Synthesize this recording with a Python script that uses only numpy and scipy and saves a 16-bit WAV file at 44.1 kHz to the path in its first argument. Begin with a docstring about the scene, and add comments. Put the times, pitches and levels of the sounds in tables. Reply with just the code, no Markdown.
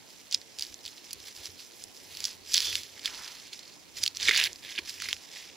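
"""Peeling bark off a birch log

A gloved hand slits the bark with a knife and peels it off, kneeling in dry leaves in a quiet forest.
Fibres let go in showers of tiny filtered noise bursts, duller where the loose sheet prevails; single
snaps and hollow pops are decaying sines, and the log answers with low thumps of noise-driven modes.
The glove is band-passed slips, the blade rings under grit, the forest is noise with a drifting spectrum.
A small camera with two close microphone ports stands near: the ports differ in level and phase."""
import sys
import numpy as np
from scipy import signal
from scipy.fft import rfft, irfft, next_fast_len
from scipy.io import wavfile
from scipy.ndimage import uniform_filter1d

SR = 44100
rng = np.random.default_rng(int(sys.argv[2]) if len(sys.argv) > 2 else 0)


def waveform_to_disk(signal):
    """Save audio, clipped to [-1, 1], as 16-bit WAV at the path in sys.argv[1]."""
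    frames = np.transpose(np.atleast_2d(signal))
    scaled = np.clip(frames, -1, 1) * 32767
    samples = np.round(scaled).astype(np.int16)
    wavfile.write(sys.argv[1], SR, samples)


N = 245195

# relative spectrum of tight fibres as the small microphones pick them up:
# (frequency [Hz], level per hertz [dB])
TIGHT_SPECTRUM = [(700, -28.5), (1300, -14.5), (2000, -13), (2900, -6.5), (3550, -5.5), (4100, -3.5),
                  (4700, 3), (5600, -3), (7500, -7.5), (8700, -14), (10700, -14), (12300, -21),
                  (14500, -27.5), (16500, -10)]


def amp(db):
    """Decibel law: a level becomes an amplitude ratio."""
    return 10 ** (np.asarray(db) / 20)


def evened(x):
    """Normalization to unit root mean square."""
    return x / np.sqrt(np.mean(x ** 2) + 1e-20)


def read(points, hz):
    """Linear interpolation of a curve over logarithmic frequency."""
    f, value = np.transpose(points)
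    return np.interp(np.log(hz + 1), np.log(f + 1), value)


def curves(rows):
    """Linear interpolation of each column over time."""
    s, *columns = np.transpose(rows)
    times = np.arange(N) / SR
    return [np.interp(times, s, column) for column in columns]


def add(mix, s, sound):
    """Superposition: adds a sound in place from the time s [s]."""
    part = mix[max(round(s * SR), 0):][:len(sound)]
    part += sound[:len(part)]


def colour(points, size=1024):
    """Minimum-phase filter of energy 1: the Hilbert transform of the log gain gives the phase."""
    hz = abs(np.fft.fftfreq(4 * size, 1 / SR))
    log_gain = np.log(amp(np.maximum(read(points, hz), -100)))
    taps = np.fft.ifft(np.exp(np.conj(signal.hilbert(log_gain)))).real[:size]
    return taps / np.linalg.norm(taps)


def swells(rows):
    """Incoherent sum: the powers of (peak [s], rise [s], fall [s], level [dB]) humps add up to a gain."""
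    bend = 1.3  # 1 = pointed peak, 2 = round peak
    t = np.arange(0, N, 32) / SR
    power = 0
    for s, rise, fall, db in rows:
        distance = abs(t - s) / np.where(t < s, rise, fall)
        power = power + amp(db - 20 * distance ** bend) ** 2  # rise and fall each span 20 dB
    return np.interp(np.arange(N) / SR, t, np.sqrt(power))


def shower(spread_db, per_s, t60, count=60):
    """Shot noise of steady mean power: chance impulses excite a few bursts, each with its own colour."""
    humps_db = 4  # how unevenly each burst is coloured
    struck = rng.exponential(1, N), rng.random(N) < per_s / SR
    size = amp(spread_db * np.minimum(struck[0], 4.5)) * struck[1]
    size = size / np.sqrt(uniform_filter1d(size ** 2, size=6000) + 1e-9)
    shape = rng.integers(0, count, N)
    t = np.arange(600) / SR
    out = np.zeros(N)
    for k, stretch in enumerate(np.geomspace(.3, 2.5, num=count)):
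        humps = rng.standard_normal(len(t) // 2 + 1)
        humps = evened(uniform_filter1d(uniform_filter1d(humps, size=12), size=12))
        coloured = irfft(rfft(rng.standard_normal(len(t))) * amp(humps_db * humps))
        burst = coloured * amp(-60 * t / (t60 * stretch))
        out += signal.oaconvolve(size * (shape == k), burst / np.linalg.norm(burst))[:N]
    return evened(out)


def forest():
    """Random short-time spectra: distant wash and stirring leaves, in patches that drift in level."""
    # relative spectrum of the wash: (frequency [Hz], level per hertz [dB])
    wash_spectrum = [(15, -46), (25, -5), (87, 2.5), (317, 6.5), (624, -1.5), (936, -1.5), (1260, -8),
                     (2160, -4.5), (4740, -9), (6920, -4.5), (8830, -14), (10700, -28), (12200, -20),
                     (14400, -22), (16000, -20)]
    # left-right likeness, limited below to -1..1: (frequency [Hz], correlation [1])
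    likeness = [(60, 0.017), (180, -0.59), (550, 0.53), (1650, 0.25), (4970, -1.44), (15000, 0.87)]
    level_db, patch_db = -56.5, 1.5
    frames, hz = N // 256 + 5, np.fft.rfftfreq(1024, 1 / SR)
    a, b, c, d, patches = rng.standard_normal((frames, 513, 5)).T
    patches = uniform_filter1d(patches, size=12, axis=0)  # along frequency
    patches = evened(uniform_filter1d(patches, size=14, axis=1))  # along time
    same = np.clip(read(likeness, hz), -1, 1)[:, None]
    left = a + 1j * b
    right = same * left + np.sqrt(1 - same ** 2) * (c + 1j * d)
    spectra = np.array([left, right]) * amp(read(wash_spectrum, hz)[:, None] + patch_db * patches)
    wash = signal.istft(spectra, nperseg=1024, noverlap=768)[1][:, :N]
    return amp(level_db) * evened(signal.lfilter(*signal.butter(2, 70, "high", fs=SR), wash))


def work():
    """Power addition of tugs and steady scuffing: gains of tight fibres, loose sheet and papery skin."""
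    # scuffing between the tugs: (time [s], tight fibres [dB], papery skin and dry leaves [dB])
    scuffing = [(0.0, -56.5, -66), (0.12, -55.5, -62.5), (0.55, -56, -66.5), (0.79, -56, -65),
                (1.08, -51, -61.5), (1.55, -53.5, -62), (1.92, -56.5, -65), (2.15, -48, -55),
                (2.41, -59.5, -69), (2.92, -70, -65), (3.5, -56.5, -68), (3.68, -50.5, -65),
                (3.8, -56.5, -66), (4.13, -54.5, -66), (4.6, -54, -62), (5.0, -56, -67), (5.18, -51, -61.5),
                (5.56, -56, -72)]
    # tugs at the bark: (peak [s], rise [s], fall [s], tight fibres [dB],
    # loose sheet against them [dB], papery skin against them [dB])
    tug_rows = [(0.34, 0.032, 0.044, -35.5, -35, -25), (0.605, 0.048, 0.2, -44.5, -11, -9),
                (0.865, 0.08, 0.11, -47, -25, -12), (1.272, 0.035, 0.049, -43.5, -9.5, -8),
                (1.37, 0.049, 0.25, -49, -11, -7.5), (1.457, 0.057, 0.045, -46, -20, -10),
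                (1.604, 0.037, 0.084, -44.5, -32, -12), (1.827, 0.18, 0.095, -51.5, -9, -5.5),
                (1.96, 0.03, 0.048, -48.5, -20, -8), (2.262, 0.24, 0.16, -41, -15, -11.5),
                (2.56, .11, .16, -32, -13, -11), (2.66, .1, .16, -36, -14, -8),
                (2.76, .08, .16, -40, -8, -8), (2.968, 0.01, 0.072, -52, 0.5, -16),
                (3.06, 0.044, 0.057, -37, -3.5, -13), (3.22, 0.48, 0.46, -44, -6.5, -12),
                (3.534, 0.023, 0.072, -44, -9, -14), (3.982, 0.038, 0.062, -39, -10.5, -10),
                (4.038, 0.037, 0.07, -35, -27, -16), (4.162, 0.016, 0.062, -39, -18, -12),
                (4.222, 0.028, 0.2, -30, -10, -17), (4.291, 0.034, 0.026, -33, 9, -26),
                (4.325, .03, 0.027, -38.5, 9.5, -18), (4.376, 0.073, 0.11, -34, 8, -16),
                (4.466, 0.2, 0.017, -35.5, 6, -5.5), (4.495, 0.027, 0.04, -50.5, -8, -6),
                (4.646, 0.025, 0.27, -52, 6.5, -8), (4.71, 0.076, 0.13, -45, -0.5, -12),
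                (4.791, 0.023, 0.0059, -40.5, 9.5, -15), (4.894, 0.083, 0.16, -42, -7, -10),
                (5.044, 0.091, 0.052, -38, -5.5, -15), (5.109, 0.075, 0.041, -42.5, 1.5, -10),
                (5.135, 0.012, 0.027, -41, -13, -16), (5.37, 0.14, 0.25, -46.5, -1.5, -11.5)]
    scuff_loose_db = -10  # loose sheet against tight fibres while scuffing
    scuff_db, leaves_db = curves(scuffing)
    tight = swells([row[:4] for row in tug_rows])
    loose, skin = (swells([(*row[:3], row[3] + row[k]) for row in tug_rows]) for k in (4, 5))
    return (np.hypot(tight, amp(scuff_db)),
            np.hypot(loose, amp(scuff_db + scuff_loose_db)),
            np.hypot(skin, amp(leaves_db)))


def clumps():
    """Amplitude modulation: fibres give way in uneven bunches of about a hundredth of a second."""
    bunches = uniform_filter1d(uniform_filter1d(rng.standard_normal(N), size=300), size=300)
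    return evened(amp(1.2 * evened(bunches)))


def crackle():
    """Filtered shot noise: tight fibres fizz in a wandering colour, a loose sheet rattles lower and longer."""
    # relative spectrum of the freed sheet: (frequency [Hz], level per hertz [dB])
    loose_spectrum = [(300, -29.5), (800, -22), (1400, -22), (1650, -5.5), (2100, -0.5), (2500, -4.5),
                      (3000, -5.5), (3600, -3.5), (4300, -8), (6000, -21.5), (8000, -37.5)]
    shift = .1  # share by which the fibre colour wanders down and up
    tight_gain, loose_gain, _ = work()
    drift = evened(uniform_filter1d(uniform_filter1d(rng.standard_normal(N), size=2000), size=2000))
    turn = np.pi / 4 * (1 + np.tanh(drift))  # crossfade angle, 0 = low colour
    grit = shower(spread_db=3.0, per_s=3400, t60=0.006)
    low, high = (colour([(hz * (1 + side * shift), db) for hz, db in TIGHT_SPECTRUM]) for side in (-1, 1))
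    tight = signal.oaconvolve(grit * np.cos(turn), low)[:N]
    tight += signal.oaconvolve(grit * np.sin(turn), high)[:N]
    tight = signal.sosfilt(signal.butter(4, 8500, fs=SR, output="sos"), evened(tight))
    rattle = shower(spread_db=3.5, per_s=2500, t60=0.01)
    loose = signal.oaconvolve(rattle, colour(loose_spectrum))[:N]
    return tight_gain * tight + loose_gain * loose


def papery():
    """Partial coherence: the finest crackle comes from a wide patch, so the ports share only part of it."""
    # relative spectrum of papery skin and dry leaves: (frequency [Hz], level per hertz [dB])
    skin_spectrum = [(2000, -14), (5000, -14), (7500, 6), (8700, -2.5), (10700, 8), (12300, -1),
                     (14500, 4.5), (16500, -18)]
    both, left, right = (shower(spread_db=3.5, per_s=3100, t60=0.00064, count=8) for _ in range(3))
    pair = evened(both + 1.2 * np.array([left, right]))
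    skin_gain = work()[2]
    return skin_gain * signal.oaconvolve(pair, colour(skin_spectrum)[None])[:, :N]


def snaps():
    """Impulsive release: a fibre parts at once, the bark rings in neighbouring modes and frays."""
    # distinct snaps: (time [s], peak level, held to -3 at most [dB], ring frequency [Hz],
    # sharp edge against the ring [dB], t60 of the ring [ms])
    snap_rows = [(0.103, -39, 5060, 21, 12.8), (0.3126, -22, 5400, -13, 4.8), (0.3188, -35, 3140, -8, 7.5),
                 (0.3256, -15, 4940, 14, 8.8), (0.3302, -24, 3530, -14, 16), (0.3439, -16, 4750, 0, 8.5),
                 (0.346, -4, 5160, -9, 5.5), (0.3505, -23, 3750, -5, 14), (0.4156, -30.5, 4430, 0, 2.3),
                 (0.587, -20, 3560, 8, 7.6), (0.5948, -16.5, 5000, 18, 5), (0.6097, -21, 5040, -12, 6.6),
                 (0.6237, -13.5, 5350, 10, 4), (0.634, -25, 4890, -8, 8), (0.65, -29, 4630, -8, 5.5),
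                 (0.667, -31, 4740, -5, 8.6), (0.7427, -25, 5960, -28, 6.8), (0.853, -23, 4470, -10, 4),
                 (0.8608, -25, 4420, 3, 8.3), (0.866, -25.5, 4450, -11, 4.2),
                 (0.8788, -26.5, 3720, 0.5, 12), (0.9802, -34, 4070, -2.5, 9), (1.108, -26.5, 4400, 5, 11),
                 (1.114, -32, 5340, 19, 6.4), (1.131, -19, 5340, 17, 12), (1.132, -19.5, 10670, -8, 4.4),
                 (1.2027, -31, 4500, 0, 3.6), (1.365, -28, 4670, 16, 6), (1.457, -17, 5130, 15, 4.8),
                 (1.4653, -30, 3970, 0, 5), (1.839, -23.5, 8230, 1, 8.4), (2.171, -22, 4470, 24, 8.2),
                 (2.2044, -19, 5490, 7, 4.8), (2.242, -11.5, 5600, 7, 4), (2.2529, -11, 5340, -8, 3.7),
                 (2.2557, -18, 6200, 6, 12), (2.5225, -23, 4700, -16, 3.4), (2.535, -17, 5400, 4, 13),
                 (2.542, -2.5, 5960, -24, 1.3), (2.545, -1, 4260, 3, 2.4), (2.55, -17, 3470, -11, 9.1),
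                 (2.557, -12, 4660, -8, 6.7), (2.563, -16, 3580, -18, 19), (2.568, -10, 4600, -4, 6.9),
                 (2.5752, -12, 4310, -8, 4.5), (2.5793, -3, 4430, -1, 3.6), (2.587, -15, 5340, 2, 5.3),
                 (2.6047, -7.5, 4270, -0.5, 0.96), (2.619, -17, 3550, 5, 7.4), (2.6256, -18, 3940, 6, 4.5),
                 (2.6563, -22, 3470, 20, 11), (2.728, -19.5, 2570, 2, 21), (2.7543, -9, 3600, 2.5, 5.8),
                 (2.8339, -23, 4800, 16, 6.2), (2.9937, -31, 3100, -1, 8), (3.048, -25, 4400, -8, 8),
                 (3.0575, -12, 3570, -3, 15), (3.0766, -22.5, 2270, -7, 9), (3.279, -23.5, 4400, 1, 4.9),
                 (3.5307, -27.5, 3460, 2, 19), (3.592, -29, 4195, 7, 12), (3.9845, -29, 4230, -9, 7),
                 (4.032, -19, 4800, -11, 7.2), (4.0339, -14.5, 5000, 6.5, 7.7), (4.037, -8.5, 4670, 8, 3.7),
                 (4.056, -19, 4870, 4, 3), (4.0627, -11, 4200, -1.5, 6.9), (4.0776, -12.5, 4460, -2, 7.5),
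                 (4.1495, -27, 4800, -14, 3), (4.1705, -17, 5850, 4, 8.3), (4.2, -21, 3640, -8, 6.6),
                 (4.21, -22, 6000, 0, 7.2), (4.221, -21, 3630, -10, 14), (4.262, -21, 3900, -5, 6),
                 (4.2768, -20, 3020, -15, 8.7), (4.2846, -7.5, 2240, -7, 32),
                 (4.2909, -7.5, 1890, -2.5, 17), (4.293, -11, 3700, -21, 11), (4.3104, -10, 2060, -10, 23),
                 (4.326, -23, 1980, -14, 19), (4.3465, -12, 2020, -3, 6.3), (4.3517, -15, 4460, 1, 4.6),
                 (4.3617, -11.5, 4470, -16, 11), (4.3675, -16, 4600, -8, 7), (4.3749, -10, 2080, 10, 8.5),
                 (4.3775, -10, 2910, -1, 11), (4.395, -18, 2740, 3, 5.4), (4.4, -8.5, 2670, -0.5, 7.4),
                 (4.413, -9.5, 3060, -5, 3.3), (4.424, -17, 2820, -23, 14), (4.439, -11, 4400, 6, 8.4),
                 (4.4532, -16, 3230, -3, 8.3), (4.458, -19, 4590, -1, 8), (4.531, -23.5, 6000, -21, 2.6),
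                 (4.5595, -28.5, 4680, 4, 2.3), (4.6386, -36, 3400, -2, 6), (4.6595, -39, 3280, -6, 9),
                 (4.7521, -28.5, 2830, -3, 7.6), (4.761, -27, 4600, -5, 6.2), (4.779, -19, 2850, -24, 20),
                 (4.7827, -19.5, 3280, -11, 11), (4.7876, -19.5, 2360, -5.5, 25),
                 (4.894, -23, 5200, 15, 20), (4.9045, -27, 4020, -11, 8.5), (5.001, -25.5, 2450, -2, 9),
                 (5.021, -16.5, 1970, 2.5, 6.4), (5.0572, -26, 2190, -7, 10), (5.087, -19.5, 2080, 2, 15),
                 (5.0988, -29, 2260, 3, 5.5), (5.11, -30, 4600, -4, 13), (5.1292, -9, 3370, -2, 2.4),
                 (5.166, -29, 2600, 2, 5), (5.351, -33, 4700, 2, 4.4), (5.386, -33.5, 4700, 2, 9.2),
                 (5.499, -36, 2760, -15, 9)]
    out, t, edge_colour = np.zeros(N), np.arange(1200) / SR, colour(TIGHT_SPECTRUM)
    fray = rng.standard_normal((len(snap_rows), len(t)))
    neighbours = rng.uniform(.75, 1.35, (len(snap_rows), 3))  # mode frequencies against the ring
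    for (s, db, hz, edge_db, t60_ms), noise, ratios in zip(snap_rows, fray, neighbours):
        fade = amp(-60 * t / (t60_ms / 1000))
        modes = np.sin(2 * np.pi * hz * t)
        modes += .35 * np.sin(2 * np.pi * hz * np.outer(ratios, t)).sum(axis=0)
        ring = modes * fade * (1 - np.exp(-t * hz / 0.17))  # swells within a cycle
        frayed = .18 * noise * np.sqrt(fade)  # dies away half as fast as the ring
        edge = np.convolve(frayed + (t == 0), edge_colour)[:len(t)]
        snap = ring / abs(ring).max() + amp(edge_db) * edge / abs(edge).max()
        # a small patch sends out little below its ring
        snap = signal.lfilter(*signal.butter(3, .5 * hz, "high", fs=SR), snap)
        add(out, s, amp(min(db, -3)) * snap / abs(snap).max())
    # high-pass: keeps the snaps free of bass
    return signal.sosfilt(signal.butter(4, 1350, "high", fs=SR, output="sos"), out)


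def log():
    """Forced vibration of damped modes: uneven pushes shake the log, and the wood groans under load."""
    # log on soft ground: (frequency [Hz], width [Hz], relative level [dB])
    log_modes = [(92.9, 10.4, -1.5), (63.7, 19, -4), (30, 57, -8)]
    # weight landing on the log: (peak [s], thump level [dB], rise [s], fall [s])
    lean_rows = [(0.36, -65, 0.068, 0.092), (0.6, -66, 0.062, .04), (0.71, -65, 0.073, 0.076),
                 (0.87, -71, 0.071, 0.035), (1.16, -64, 0.056, 0.23), (1.41, -61, 0.058, 0.037),
                 (1.5, -61.5, 0.038, 0.15), (1.87, -65, 0.11, 0.077), (2.17, -66, 0.25, 1),
                 (2.55, -63, 0.11, 0.33), (2.69, -55, 0.094, 0.22), (3.1, -66.5, 0.1, 0.1),
                 (4.01, -59.5, 0.1, 0.13), (4.3, -56, 0.2, 0.32), (4.51, -61.5, 0.46, 0.069),
                 (4.83, -60.5, 0.18, 0.062), (5.17, -64.5, 0.52, 0.042)]
    rest_db = -92
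    groan_hz, groan_width_hz, groan_db = 408, 280, -2  # level against the shake
    push, t = rng.standard_normal(N), np.arange(8000) / SR
    modes = 0
    for hz, w, db in log_modes:
        envelope = np.exp(-np.pi * w * t) * np.pi * w * t
        modes = modes + amp(db) * envelope * np.sin(2 * np.pi * hz * t)
    shake = signal.lfilter(*signal.butter(2, 120, fs=SR), signal.oaconvolve(push, modes)[:N])
    groan_mode = np.exp(-np.pi * groan_width_hz * t) * t * np.sin(2 * np.pi * groan_hz * t)
    groan = signal.oaconvolve(push, groan_mode)[:N]
    leans = swells([(s, rise, fall, db) for s, db, rise, fall in lean_rows])
    weight = np.hypot(leans, amp(rest_db))
    return weight * (evened(shake) + amp(groan_db) * evened(groan))


def rasp():
    """Excited resonance: fine grit slips under the edge and rings the damped blade along the cut."""
    # swells of the rasp: (peak [s], rise [s], fall [s], level [dB])
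    rasp_rows = [(2.655, 0.072, 0.17, -32.5)]
    # blade held in the cut: (frequency [Hz], width [Hz], relative level [dB])
    blade_modes = [(3550, 420, 0.5), (4750, 2300, 4), (5490, 240, -5)]
    t = np.arange(600) / SR
    blade = 0
    for hz, w, db in blade_modes:
        envelope = np.sqrt(w) * np.exp(-np.pi * w * t) * w * t
        blade = blade + amp(db) * envelope * np.sin(2 * np.pi * hz * t)
    grit = shower(spread_db=2.5, per_s=2700, t60=0.0011, count=8)
    return swells(rasp_rows) * evened(signal.oaconvolve(grit, blade)[:N])


def glove():
    """Stick-slip friction: soft slips of leather pass one wide resonance that wanders with the grip."""
    # glove dragging over the wood: (time [s], rub level [dB], centre frequency [Hz])
    rub_rows = [(2.94, -85, 1000), (2.97, -58, 960), (3.02, -82, 1300), (3.1, -54, 1530), (3.16, -56, 1040),
                (3.22, -52.5, 1340), (3.35, -62, 1020), (3.45, -73, 990)]
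    rub_db, hz = curves(rub_rows)
    turn = np.exp(2j * np.pi * np.cumsum(hz) / SR)
    slips = shower(spread_db=2.5, per_s=2000, t60=0.02, count=8)
    # shifted down to zero, low-passed and shifted back: a moving band-pass
    band = turn * signal.lfilter(*signal.butter(2, 450, fs=SR), slips / turn)
    return amp(rub_db) * evened(band.real)


def pops():
    """Cavity resonance: air trapped under the sheet thuds briefly and climbs in pitch as the gap opens."""
    # sheet popping off the wood: (time [s], level [dB], middle of the climb [Hz], t60 [s])
    pop_rows = [(4.002, -43, 290, 0.038), (4.29, -24, 382, 0.036), (4.789, -29, 321, 0.03),
                (5.081, -43, 372, 0.039), (5.129, -27, 1140, 0.012)]
    out, t = np.zeros(N), np.arange(5000) / SR
    for s, db, hz, t60 in pop_rows:
        climb = 1.3 - 0.6 * np.exp(-t / 0.006)  # from 0.7 to 1.3 of the middle
        turns = np.cumsum(hz * climb) / SR
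        thud = np.sin(2 * np.pi * turns)
        thud += .4 * np.sin(2 * np.pi * 2.9 * turns)  # the sheet adds a higher mode
        add(out, s, amp(db - 60 * t / t60) * (1 - np.exp(-t / 0.0032)) * thud)
    return out


def scatter(x, t60=0.03):
    """Diffuse reflection: log, body and leaf litter return a short bright spray, another at each port."""
    t = np.arange(4000) / SR
    taps = rng.standard_normal((2, len(t))) * amp(-60 * t / t60) * (t > .0005)
    taps = signal.lfilter([1, -.6], [1], taps)  # brightens
    return signal.fftconvolve(x[None], taps / np.linalg.norm(taps[0]), axes=1)[:, :N]


def ports(pair, lead):
    """Diffraction: the camera body shades each port and shifts its phase in its own way."""
    # phase by which left leads, to be scaled by lead: (frequency [Hz], phase [rad])
    port_lead = [(20, 0), (4500, 0), (5680, -.85), (6550, .2), (7700, -.6), (8400, -2.2), (9200, -1.9),
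                 (10300, -.1), (11500, .1), (13400, -1.2), (14800, -.3)]
    # left minus right: (frequency [Hz], level difference [dB])
    port_balance = [(60, -1.5), (250, -2.3), (1000, -3.2), (2000, -4), (5000, -3.5), (9000, -5), (15000, 0)]
    size = next_fast_len(N)
    hz = np.fft.rfftfreq(size, 1 / SR)
    # each port takes half of the difference
    half = amp(read(port_balance, hz) / 2) * np.exp(.5j * lead * read(port_lead, hz))
    return irfft(rfft(pair, size) * np.array([half, 1 / half]), size)[:, :N]


def scene():
    """Superposition of bark, echoes, skin, glove, pops and log at the ports, over the forest."""
    bunches = clumps()
    bark = bunches * crackle() + rasp() + snaps()
    echoes = amp(-20) * scatter(bark)
    near = bark + echoes + bunches * papery() + glove() + pops() + log()
    return ports(near, lead=0.94) + ports(forest(), lead=0)


def record(dry):
    """Band limitation by a linear-phase low-pass."""
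    edge_hz = 15800
    lowpass = signal.firwin(511, edge_hz, window=("kaiser", 9), fs=SR)
    return signal.oaconvolve(dry, lowpass[None], "same")


dry = scene()
out = record(dry)
waveform_to_disk(out)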